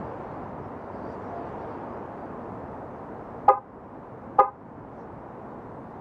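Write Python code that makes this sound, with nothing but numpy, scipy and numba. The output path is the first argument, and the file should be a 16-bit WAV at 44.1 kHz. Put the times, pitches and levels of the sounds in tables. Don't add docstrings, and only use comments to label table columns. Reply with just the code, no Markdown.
import sys
import numpy as np
from scipy import signal
from scipy.fft import rfft, irfft, next_fast_len
from scipy.io import wavfile
from scipy.ndimage import uniform_filter1d, map_coordinates
from numba import njit

SR = 44100
rng = np.random.default_rng(int(sys.argv[2]) if len(sys.argv) > 2 else 0)


def inscribe(sig):
    pcm = np.round(np.clip(np.atleast_2d(sig).T, -1, 1) * 32767)
    wavfile.write(sys.argv[1], SR, pcm.astype(np.int16))


def level_to_linear(level):
    exponent = np.asarray(level, float) / 20
    return 10 ** exponent


N = 264908

# start_s, level_db, contact_closed_s
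HORN_TAPS = [
    (3.4769, 0.5, 0.022),
    (4.382, 0, 0.023),
]
HORN_PITCHES = [408, 815, 1230, 1652, 2040, 2470, 524, 1016, 1535, 2028, 2550, 2850]
# level_db, lag_s, rise_s, sounds_on_after_release_s, ring_off_t60_s
LOW_HORN = [(-2.5, 0.0061, 0.03, 0.0083, 0.04), (0.5, 0.00076, 0.01, -0.0032, 0.061),
            (0.5, 0.004, 0.013, -0.00039, 0.038), (-25, 0.004, 0.0071, 0.00077, 0.027),
            (-23.5, 0.012, 0.0077, .001, .045), (-51.5, .008, .006, 0.015, .04)]
HIGH_HORN = [(-8.5, 0.002, 0.011, 0.016, 0.057), (-7, 0.0055, 0.0071, 0.0068, 0.028),
             (-28, 0.0064, 0.0085, 0.001, 0.066), (-29, 0.014, 0.0035, -0.0086, 0.035),
             (-45, .014, 0.0063, 0.027, .05), (-53, 0.015, 0.014, -0.0041, .05)]
# pitch_hz, level_db
CONTACT_BUZZ = [(200, -22.5), (350, 1.5), (700, 4), (1300, -20), (1800, -13.5), (2400, -19), (3000, -34),
                (3600, -70), (9000, -120)]
# extra_path_m, level_db
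ECHOES = [
    (7.2, -15),
    (10.3, -12),
    (12.8, -15),
    (15.1, -14.5),
    (20.6, -24),
    (25.5, -32.5),
    (28.2, -21),
    (40.5, -36),
]
# pitch_hz, level_db
WALL_COLOUR = [(300, -2), (420, -11.5), (520, -9), (810, -0.5), (1015, 0.5), (1230, -6), (1535, 7),
               (1650, -8), (2050, -4), (2600, -6), (4000, -11)]
# pitch_hz, t60_s
STREET_TAIL = [(300, 0.11), (600, 0.16), (1000, 0.23), (2500, 0.17), (8000, 0.12)]
# time_s, level_db
ROAD_ROAR = [(0, -36), (0.7, -38.5), (1.6, -36.5), (1.95, -37.5), (3.4, -40.5), (3.7, -40), (5.4, -40),
             (6, -41.5)]
# pitch_hz, level_db
ENGINE_COLOUR = [(16, -41.5), (28, -17), (103, -1.5), (174, -3.5), (216, -2), (300, -5.5), (390, -21),
                 (660, -120)]
# pitch_hz, level_db
TYRE_COLOUR = [(120, -33.5), (200, -6.5), (224, -2), (329, -2), (463, -0.5), (600, -3), (688, -2),
               (753, -2.5), (955, -3.5), (1490, -16), (1800, -21), (3000, -39.5), (3900, -57.5),
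               (6600, -120)]
# nearest_s, hiss_level_db, heard_for_s, sharpness_0_to_1
CLOSE_CARS = [
    (0.2, -69, 0.31, 0.13),
    (1.12, -73, 0.13, .9),
    (1.55, -67, 0.32, .1),
    (2.5, -79.5, .5, 0.3),
    (4.99, -75, .04, .5),
]
# pitch_hz, level_db
SHARP_HISS = [(2500, -36.5), (3800, -8.5), (4400, -1), (4750, 0), (5100, -4.5), (5800, -6.5), (8000, -16.5),
              (11000, -30), (16000, -51.5)]
# pitch_hz, level_db
DULL_HISS = [(1200, -26.5), (2000, 5.5), (2800, 1), (3700, -4.5), (4500, -13.5), (7000, -28),
             (16000, -57.5)]
# time_s, pitch_hz
BRAKE_SQUEAKS = [
    (1.04, 3950),
    (1.065, 5680),
    (1.115, 5000),
    (1.148, 4600),
    (1.15, 4900),
    (1.245, 5600),
    (1.3, 5940),
    (1.5, 4750),
    (1.56, 3600),
]
# time_s, pitch_hz, level_db, half_length_s
PEBBLE = [
    (4.99, 4800, -78, .004),
]
# time_s, pitch_hz, level_db, half_length_s
DISTANT_HORN = [
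    (1.364, 690, -34, 0.045),
]
# pitch_hz, level_db
MICROPHONE_COLOUR = [(1500, -37), (2800, -9), (3500, -2), (4500, -6.5), (6000, -9), (8000, -12.5),
                     (11000, -16.5), (14900, -22), (15300, -44.5)]


def unit(x):
    return x / np.sqrt(np.mean(x ** 2) + 1e-20)


def along(points, hz):
    pitch, value = np.transpose(points)
    return np.interp(np.log(hz + 1), np.log(pitch + 1), value)


def coloured(x, colour):
    return irfft(rfft(x) * level_to_linear(along(colour, np.fft.rfftfreq(len(x), 1 / SR))), len(x))


def wobble(rate_hz):
    knots = rng.standard_normal(int(N * rate_hz / SR) + 4)
    return map_coordinates(knots, [np.arange(N) * rate_hz / SR])


def rush(colour, patchy_db):
    z = signal.stft(rng.standard_normal(N), nperseg=512)[2]
    patches = uniform_filter1d(rng.standard_normal(z.shape), size=5, axis=0)
    patches = uniform_filter1d(patches, size=10, axis=1)
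    noise = signal.istft(z * level_to_linear(patchy_db * unit(patches)), nperseg=512)[1][:N]
    padded = np.pad(noise, (0, next_fast_len(N + 8192) - len(noise)))
    return unit(coloured(padded, colour)[:N])


def horn():
    dry = np.zeros(N + SR)
    for start_s, level_db, closed_s in HORN_TAPS:
        tap = toot(closed_s, flutter=0.2) + contact_rasp(closed_s, level_db=-21)
        dry[round(start_s * SR):][:SR // 4] = level_to_linear(level_db) * tap
    return signal.fftconvolve(dry, street(tail_db=-13))[:N]


def toot(closed_s, flutter):
    t = np.arange(SR // 4) / SR
    level_db, lag, rise, linger, t60 = np.transpose(LOW_HORN + HIGH_HORN)[:, :, None]
    build = 1 - np.exp(-(np.clip(t - lag, 0, None) / rise) ** 2)
    ring_off = level_to_linear(-60 * np.clip(t - closed_s - linger, 0, None) / t60)
    knots = rng.standard_normal((2, len(HORN_PITCHES), 40))
    size, turn = flutter * signal.resample(knots, len(t), axis=2)
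    phase = 2 * np.pi * np.array(HORN_PITCHES)[:, None] * t + turn
    partials = level_to_linear(level_db) * build * ring_off * np.exp(size / 2) * np.sin(phase)
    return np.sum(partials, axis=0)


def contact_rasp(closed_s, level_db):
    t = np.arange(SR // 4) / SR
    noise = unit(coloured(rng.standard_normal(len(t)), CONTACT_BUZZ))
    build = 1 - np.exp(-(t / 0.012) ** 2)
    ring_off = level_to_linear(-60 * np.clip(t - closed_s, 0, None) / 0.11)
    return level_to_linear(level_db) * noise * build * ring_off


def street(tail_db):
    hz, t, z = signal.stft(rng.standard_normal(SR // 2), SR, nperseg=256)
    fade = level_to_linear(-60 * t / along(STREET_TAIL, hz)[:, None])
    tail = signal.istft(z * fade, SR, nperseg=256)[1]
    tail = tail / np.linalg.norm(tail)
    answer = level_to_linear(tail_db) * np.pad(tail, (round(0.017 * SR), 0))
    for path_m, level_db in ECHOES:
        delay_s = path_m / 343
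        blur = np.exp(-(np.arange(-40, 41) / (0.0014 * delay_s * SR)) ** 2)
        answer[round(delay_s * SR) - 40:][:81] += level_to_linear(level_db) * blur / blur.sum()
    answer = coloured(answer, WALL_COLOUR)
    answer[0] += 1
    return answer


def traffic():
    time_s, level_db = np.transpose(ROAD_ROAR)
    tyres_db = np.interp(np.arange(N) / SR, time_s, level_db)
    engines_db = -44 + 0.066 * (tyres_db - tyres_db.mean())
    swell = wobble(2)
    engines = level_to_linear(engines_db + 1.2 * wobble(6)) * rush(ENGINE_COLOUR, patchy_db=0.1)
    tyres = level_to_linear(tyres_db + 0.21 * swell) * rush(TYRE_COLOUR, patchy_db=-0.18)
    sharp_gain, dull_gain = passing_cars()
    hiss = sharp_gain * rush(SHARP_HISS, patchy_db=4.5) + dull_gain * rush(DULL_HISS, patchy_db=2.0)
    return engines + tyres + level_to_linear(0.6 * swell) * hiss


def passing_cars():
    shading = 1.6
    nearest, level_db, heard, sharp = np.transpose(CLOSE_CARS)[:, :, None]
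    distance = (np.arange(N) / SR - nearest) / heard
    power = level_to_linear(2 * level_db) / (1 + distance ** 2) ** shading
    sharp_gain = np.sqrt(np.sum(power * sharp, axis=0))
    dull_gain = np.sqrt(np.sum(power * (1 - sharp), axis=0))
    return sharp_gain, dull_gain


def small_notes():
    out = np.zeros(N)
    t = np.arange(-SR // 5, SR // 5) / SR
    squeaks = [(time_s, hz, -78, 0.016) for time_s, hz in BRAKE_SQUEAKS]
    for time_s, hz, level_db, half_s in DISTANT_HORN + PEBBLE + squeaks:
        note = np.exp(-(t / half_s) ** 2) * np.sin(2 * np.pi * hz * t)
        out[round(time_s * SR) - SR // 5:][:len(t)] += level_to_linear(level_db) * note
    return out


def microphone_hiss():
    return level_to_linear(-78.5) * rush(MICROPHONE_COLOUR, patchy_db=1.3)


def scene():
    return (horn() + traffic() + small_notes() + microphone_hiss())[None]


@njit
def gain_control(x, top, margin, keep, slow_share, fast, slow):
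    out = np.zeros(len(x))
    start, peak, cut_fast, cut_slow = 0, 0.0, 0.0, 0.0
    for i in range(len(x)):
        peak = max(peak, abs(x[i]))
        cut_fast *= fast
        cut_slow *= slow
        if i == len(x) - 1 or x[i] * x[i + 1] <= 0:
            gain = np.exp(-cut_fast - cut_slow)
            extra = np.log(peak * gain / top / margin) if peak * gain > top else 0.0
            for j in range(start, i + 1):
                out[j] = x[j] * gain * np.exp(-extra)
            cut_fast += keep * extra * (1 - slow_share)
            cut_slow += keep * extra * slow_share
            start, peak = i + 1, 0.0
    return out


def band_limit(x):
    return signal.sosfilt(signal.butter(12, 15600, fs=SR, output="sos"), x)


def record(dry):
    fast = np.exp(-1 / (0.4 * SR))
    slow = np.exp(-1 / (3.5 * SR))
    mix = gain_control(dry[0], 0.6, 0.95, 0.83, 0.068, fast, slow)
    return band_limit(mix[None])


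dry = scene()
out = record(dry)
inscribe(out)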